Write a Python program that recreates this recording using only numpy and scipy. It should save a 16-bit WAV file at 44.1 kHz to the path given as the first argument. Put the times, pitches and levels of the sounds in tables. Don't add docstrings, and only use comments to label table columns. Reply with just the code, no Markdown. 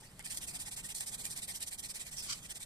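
import sys
import numpy as np
from scipy import signal
from scipy.fft import rfft, irfft
from scipy.io import wavfile
from scipy.ndimage import uniform_filter1d

SR = 44100
rng = np.random.default_rng(int(sys.argv[2]) if len(sys.argv) > 2 else 0)


def natural_amplitude(level_db):
    exponent = np.asarray(level_db, float) / 20
    return 10 ** exponent


def master_out(mix):
    frames = np.transpose(np.atleast_2d(mix))
    ceiling = np.clip(frames, -1, 1)
    pcm = np.round(ceiling * 32767).astype(np.int16)
    wavfile.write(sys.argv[1], SR, pcm)


N = 116865


def rms_one(x):
    return x / np.sqrt(np.mean(x ** 2) + 1e-20)


def at_hz(points, hz):
    table_hz, value = np.transpose(points)
    return np.interp(np.log(hz + 1), np.log(table_hz), value)


def drift(rate_hz):
    r = np.exp(-40 * np.pi * rate_hz / SR)
    noise = rng.standard_normal(N // 20 + 2002)
    slow = signal.lfilter([1], [1, -2 * r, r * r], noise)[2000:]
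    return np.interp(np.arange(N) / 20, np.arange(len(slow)), rms_one(slow))


def spread(three, alike, colour_db, lag_s, peaks=()):
    hz = np.fft.rfftfreq(three.shape[1], 1 / SR)
    like = np.clip(at_hz(alike, hz), 0, 1)
    both, left, right = rfft(three)
    left = np.sqrt(like) * both + np.sqrt(1 - like) * left
    right = np.sqrt(like) * both + np.sqrt(1 - like) * right
    left = left * np.exp(-2j * np.pi * hz * lag_s)
    ring_db = sum(db / (1 + (2 * (hz - top_hz) / width) ** 2) for top_hz, width, db in peaks)
    return np.array([left, right]) * natural_amplitude([at_hz(colour, hz) + ring_db for colour in colour_db])


def by_band(spectra, gain_db):
    hz = np.fft.rfftfreq(N, 1 / SR)
    place = np.clip(6 * np.log2((hz + 1) / 600), 0, 27)
    out = 0
    for k in range(28):
        band = irfft(spectra * np.clip(1 - abs(place - k), 0, 1), N)
        out = out + band * natural_amplitude(gain_db(600 * 2 ** (k / 6)))
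    return out


# (frequency [Hz], level [dB per Hz])
AIR_COLOUR = [(18, -6), (33, 1), (75, -7), (160, -3), (330, -16), (1500, -23), (2900, -34), (9000, -36)]
# (frequency [Hz], likeness [0-1])
AIR_ALIKE = [(30, 0.94), (150, 0.96), (400, 0.9), (1000, 0.79)]


def air():
    level_db, wander_db = -57.5, 1.63
    sound = irfft(spread(rng.standard_normal((3, N)), AIR_ALIKE, (AIR_COLOUR, AIR_COLOUR), 0), N)
    return natural_amplitude(level_db + wander_db * drift(2.1)) * rms_one(sound)


def grit(speed):
    clicks_per_s, size_spread_db, hiss_share = 7900, 3.5, 0.83
    chance = np.clip(clicks_per_s * (0.34 + speed) / SR, 1e-3, 1)
    size_db = size_spread_db * np.minimum(rng.exponential(1, (3, N)), 3.5)
    sizes = rms_one(natural_amplitude(size_db)) * rng.choice([-1, 1], (3, N))
    clicks = sizes * (rng.random((3, N)) < chance) / np.sqrt(chance)
    hiss = rng.standard_normal((3, N))
    return np.sqrt(1 - hiss_share) * clicks + np.sqrt(hiss_share) * hiss


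# (start [s], length [s], level [dB], share of the stroke before top speed [0-1], wood against paper [dB])
TOUCHES = [
    (.002, 0.045, -54.5, 0.084, 1),
    (.025, 0.09, -53.5, 0.094, 2.5),
    (.07, 0.41, -60.5, 0.1, 3.5),
    (.196, 0.02, -51, 0.53, 10.5),
    (.16, 0.029, -71, .5, -8),
    (.272, 0.026, -42.5, 0.17, -2.5),
    (.344, 0.028, -41, .2, -3),
    (2.345, 0.096, -48, 0.047, -1.5),
]
# (start [s], length [s], level [dB], share of the stroke before top speed [0-1], wood against paper [dB])
PUSHES = [(0.238, 0.03, -40, 0.84, 0), (0.356, 0.032, -36, 0.79, -9), (0.464, 0.07, -40.5, 0.32, -3.5),
          (0.585, 0.064, -39, 0.37, -5.5), (0.709, 0.048, -40, 0.27, -4.5), (0.824, 0.059, -41.5, 0.58, -3),
          (0.945, 0.07, -38, 0.15, -10), (1.060, 0.055, -39, 0.27, -7), (1.17, 0.066, -41, 0.51, -5.5),
          (1.29, 0.061, -38.5, 0.41, -7.5), (1.41, 0.056, -40, 0.4, -6.5), (1.532, 0.056, -38.5, 0.5, -8.5),
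          (1.661, 0.038, -38.5, 0.52, -3.5), (1.776, 0.032, -38.5, 0.72, -7.5),
          (1.882, 0.041, -39.5, 0.67, -5.5), (1.988, 0.064, -41.5, 0.25, -1),
          (2.107, 0.064, -43, 0.33, -6.5), (2.221, 0.083, -40, 0.1, -5), (2.483, 0.046, -40, 0.73, 0),
          (2.593, 0.052, -42, 0.68, -1)]
# (start [s], length [s], level [dB], share of the stroke before top speed [0-1], wood against paper [dB])
PULLS = [(0.292, 0.058, -38, 0.46, -2), (0.4, 0.061, -38.5, 0.58, -2.5), (0.524, 0.056, -40, 0.6, -2.5),
         (0.644, 0.056, -41.5, 0.6, 1.5), (0.76, 0.062, -39.5, 0.33, 0), (0.879, 0.052, -38.5, 0.65, -3),
         (0.998, 0.057, -38.5, 0.28, -2.5), (1.106, 0.057, -39, 0.68, -2), (1.23, 0.069, -39, 0.36, -3.5),
         (1.35, 0.062, -40, 0.42, -1.5), (1.471, 0.07, -39, 0.33, -2), (1.596, 0.05, -37, 0.7, -2),
         (1.703, 0.061, -40.5, 0.47, -3), (1.82, 0.063, -40.5, 0.41, -0.5), (1.935, 0.063, -42, 0.35, 0),
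         (2.044, 0.063, -43.5, 0.47, 0.5), (2.156, 0.065, -40.5, 0.54, -2),
         (2.403, 0.077, -47.5, 0.67, -0.5), (2.54, 0.045, -42, 0.59, -2)]


def strokes():
    speed_power, creep_db, overlap_s, rub_db = 1.536, -27, 0.0028, -6.5
    t = np.arange(N) / SR
    speed, power, wood = np.zeros(N), np.zeros(N), np.full(N, 1e-12)
    for rows, creep in (([*PUSHES, *PULLS], natural_amplitude(creep_db)), (TOUCHES, 0)):
        for start, length, db, rise, wood_db in rows:
            u = (t - start + overlap_s) / (length + 2 * overlap_s)
            rise = np.clip(rise, .1, .9)
            bend = np.clip(np.where(u < rise, u / rise, (1 - u) / (1 - rise)), 0, 1)
            shape = np.sin(np.pi / 2 * bend) ** speed_power
            part = (natural_amplitude(db + rub_db) * (shape + creep * (abs(u - .5) < .5))) ** 2
            speed = np.maximum(speed, shape)
            power = power + part
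            wood = wood + part * wood_db
    return speed, np.sqrt(power), wood / (power + 1e-12)


# (frequency [Hz], level [dB per Hz])
RASP_LEFT = [(500, -29), (850, -12), (1350, -17.5), (1900, -3.5), (2900, -1), (7300, -3.5), (8900, 1),
             (14500, -8.5)]
# (frequency [Hz], level [dB per Hz])
RASP_RIGHT = [(850, -14), (1350, -16), (1900, -3), (2900, -1), (6500, -1), (7800, 5), (9200, 1),
              (13000, -7.5)]
# (frequency [Hz], likeness [0-1])
RASP_ALIKE = [(500, .8), (1500, .45), (2450, .3), (2750, .86), (3100, .55), (4700, .45), (6600, .35),
              (11000, .12)]
# (frequency [Hz], width [Hz], level [dB])
RINGS = [(770, 340, 9.5), (1863, 160, 4.5), (3204, 17, 6), (4230, 27, 2), (4700, 33, -6.5),
         (5200, 20, -1.5), (5460, 17, -4.5), (6270, 26, -1), (8440, 1100, 5)]
LEFT_LAG_S = .0002


def rubbing():
    patchy_db, shared_patchy_db, patch_rate_hz = 4.5, 1, 21.4
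    patchy_below_hz, wood_below_hz = 7000, 3530
    speed, loud, wood_db = strokes()
    colours = (RASP_LEFT, RASP_RIGHT)
    plain = irfft(spread(rng.standard_normal((3, N)), RASP_ALIKE, colours, LEFT_LAG_S), N)
    unit = np.std(plain.mean(axis=0))
    together = shared_patchy_db * drift(2 * patch_rate_hz)

    def band_db(hz):
        patches = patchy_db * drift(patch_rate_hz) / (1 + (hz / patchy_below_hz) ** 2)
        return together + patches + wood_db / (1 + (hz / wood_below_hz) ** 6)

    rasp = spread(loud * grit(speed), RASP_ALIKE, colours, LEFT_LAG_S, RINGS)
    return by_band(rasp, band_db) / unit


def room(x):
    level_db, t60_s = -11.5, 0.1
    t = np.arange(SR // 2) / SR
    tail = rng.standard_normal((2, len(t))) * natural_amplitude(-60 * t / t60_s) * (t > .004)
    tail = tail / np.sqrt(np.sum(tail ** 2) / 2)
    return natural_amplitude(level_db) * signal.fftconvolve(x, tail, axes=1)[:, :N]


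# (time [s], peak level [dB], amount of dull knock)
SNAPS = [(.0105, -46, .1), (.1936, -36, 1.5), (.1950, -40, 2), (.2262, -41, 0), (.2478, -40, .3),
         (.2602, -33, .3), (.3462, -35, .1), (.3732, -28, .2), (.4168, -40, .2), (.6035, -39, .2),
         (.7198, -39, .2), (.7722, -38, .3), (.8912, -36, .2), (.9492, -32, .3), (.9508, -32, .3),
         (.9853, -35, .1), (1.0076, -24, .1), (1.0088, -31, .1), (1.0694, -37, .2), (1.1832, -40, .2),
         (1.2462, -35, .1), (1.2533, -26, .2), (1.2552, -31, .1), (1.2650, -33, .1), (1.3025, -35, .1),
         (1.3632, -36, .3), (1.3762, -30, .1), (1.4910, -32, .3), (1.4216, -37, .1), (1.4802, -34, .3),
         (1.6062, -37, .2), (1.6285, -30, .4), (1.6738, -37, .2), (1.7180, -37, .4), (1.7868, -37, .1),
         (1.7955, -33, .1), (1.8025, -35, .1), (1.8367, -37, .4), (1.9496, -37, .3), (1.9565, -36, .5),
         (2.0676, -39, .3), (2.1185, -40, .2), (2.1704, -36, .3), (2.1830, -34, .3), (2.5070, -35, .2),
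         (2.5535, -39, .2), (2.6050, -40, .3)]


def snaps():
    level_db, burst_s, lead = 1, .00032, 256
    out = np.zeros((2, N + SR))
    t = np.clip(np.arange(-lead, 768) / SR, 0, 1)
    noise = rng.standard_normal((len(SNAPS), 3, 1024))
    bursts = noise * np.sqrt(t / burst_s) * np.exp(-t / burst_s)
    for (s, db, knock), burst in zip(SNAPS, bursts):
        burst = (1 + knock) * burst - np.roll(burst, 2, axis=1)
        pair = irfft(spread(burst, RASP_ALIKE, (RASP_LEFT, RASP_RIGHT), LEFT_LAG_S, RINGS))
        first = int(s * SR) - lead
        out[:, first:first + 1024] += natural_amplitude(db + level_db) * pair / abs(pair.mean(axis=0)).max()
    return out[:, :N]


# (frequency [Hz], level [dB], time to fade by 60 dB [s])
BOARD = [(875, -6.5, 0.033), (1547, -14, 0.023), (1882, -4.5, 0.046), (2610, -4, 0.017)]
# (time [s], board tone [0-3], level [dB])
DRAGS = [
    (.021, 0, -56),
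    (.028, 0, -55),
    (.034, 2, -57),
    (.040, 2, -57),
    (.052, 2, -59),
    (.062, 2, -62),
]


def board():
    knock_db = -16.5
    strengths_db = rng.normal(0, 4.4, (len(SNAPS), len(BOARD)))
    s, db, knock = np.transpose(SNAPS)
    out = 0
    for k, (hz, mode_db, t60_s) in enumerate(BOARD):
        clicks = np.zeros(N)
        clicks[(s * SR).astype(int) + 20] = knock * natural_amplitude(db + knock_db + mode_db + strengths_db[:, k])
        for at, mode, drag_db in DRAGS:
            clicks[int(at * SR)] += natural_amplitude(drag_db) * (mode == k)
        r, w = natural_amplitude(-60 / (t60_s * SR)), 2 * np.pi * hz / SR
        out = out + signal.lfilter([0, np.sin(w)], [1, -2 * r * np.cos(w), r * r], clicks + 1e-18)
    return out


# (start [s], length [s], first pitch [Hz], last pitch [Hz], breadth [Hz], level [dB])
CHIRPS = [
    (.050, .062, 4150, 5100, 110, -70),
    (2.164, .062, 5800, 5050, 480, -48.5),
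]


def birds():
    level_db = 5
    out, t = np.zeros((2, N)), np.arange(N) / SR
    for start, length, first_hz, last_hz, breadth_hz, db in CHIRPS:
        u = np.clip((t - start) / length, 0, 1)
        turn = 2 * np.pi * np.cumsum(first_hz + (last_hz - first_hz) * u) / SR
        swell = natural_amplitude(db + level_db) * np.sqrt(abs(np.sin(np.pi * u)))
        for side in out:
            side += swell * (drift(breadth_hz) * np.cos(turn) + drift(breadth_hz) * np.sin(turn))
    return out * natural_amplitude([[-2], [2]])


# (time [s], level [dB])
SKID = [
    (2.262, -56),
    (2.29, -47),
    (2.301, -41),
    (2.313, -40),
    (2.319, -46),
    (2.328, -38),
    (2.336, -46),
    (2.345, -54),
    (2.36, -60),
]
# (frequency [Hz], width [Hz], level [dB])
HOLLOW = [(1144, 54, 2.5), (1460, 170, -2), (2380, 170, -0.5), (3036, 160, 3.5), (4780, 740, 4),
          (6000, 530, 3.5), (7840, 1250, 1)]


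def skid():
    level_db, rough_db = 2.5, 1
    s, db = np.transpose(SKID)
    path_db = np.interp(np.arange(N) / SR, s, db, left=-99, right=-99)
    loud = natural_amplitude(path_db + level_db + rough_db * drift(79))
    rough, out = grit(np.full(N, .3))[1:], 0
    for k, (hz, width, top_db) in enumerate(HOLLOW):
        r = np.exp(-np.pi * width / SR)
        poles = [1, -2 * r * np.cos(2 * np.pi * hz / SR), r * r]
        out = out + (-1) ** k * natural_amplitude(top_db) * signal.lfilter([1 - r * r, 0, r * r - 1], poles, rough)
    return uniform_filter1d(loud, size=90) * rms_one(out) * natural_amplitude([[1], [2]])


def scene():
    work = rubbing() + snaps() + skid() + board()
    return work + room(work) + birds() + air()


# (from [s], to [s], from [Hz], to [Hz])
THINNED = [(.34, .40, 2650, 3100), (.45, .51, 2700, 3150), (.57, .63, 2600, 3050), (.69, .77, 2700, 3350),
           (.92, .97, 2650, 3100), (1.04, 1.21, 2650, 2900), (1.29, 1.32, 2650, 3000),
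           (1.43, 1.46, 3050, 3400), (1.50, 1.55, 3200, 3400), (1.64, 1.69, 2600, 3050),
           (1.72, 1.78, 2400, 3150), (1.78, 1.83, 2450, 2950), (1.95, 2.0, 2650, 3000),
           (2.17, 2.21, 2750, 3150), (2.21, 2.25, 3150, 3350), (2.40, 2.47, 2700, 3150),
           (2.41, 2.44, 3900, 4100), (2.49, 2.53, 2600, 2950), (2.53, 2.58, 2600, 3300)]


def thin_sum(x):
    drop_db, thinned_db = -6.2, 9
    hz, t, (mid, side) = signal.stft([x[0] + x[1], x[0] - x[1]], SR, nperseg=2048)
    power = uniform_filter1d(abs(np.array([mid, side])) ** 2, size=8, axis=1)
    power = uniform_filter1d(power, size=2, axis=2)[:, 4::8]
    band_hz = hz[4::8, None]
    thinned = sum((t > a) & (t < b) & (band_hz > low) & (band_hz < high) for a, b, low, high in THINNED)
    keep = np.repeat(power[0] > power[1] * natural_amplitude(2 * (drop_db + thinned_db * thinned)), 8, axis=0)
    side_power = power[1].sum(axis=0)
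    quiet = side_power < .12 * np.median(side_power)
    mid[1:] *= keep | (hz[1:, None] < 2100) | quiet
    mid, side = signal.istft(np.array([mid, side]), SR, nperseg=2048)[1][:, :N]
    return np.array([mid + side, mid - side]) / 2


def top_cut(x):
    return signal.sosfilt(signal.butter(12, 15560, fs=SR, output="sos"), x)


def record(dry):
    low_pass = signal.cheby2(14, 39, 14600, fs=SR, output="sos")
    mix = thin_sum(signal.sosfilt(low_pass, dry))
    return top_cut(mix)


dry = scene()
out = record(dry)
master_out(out)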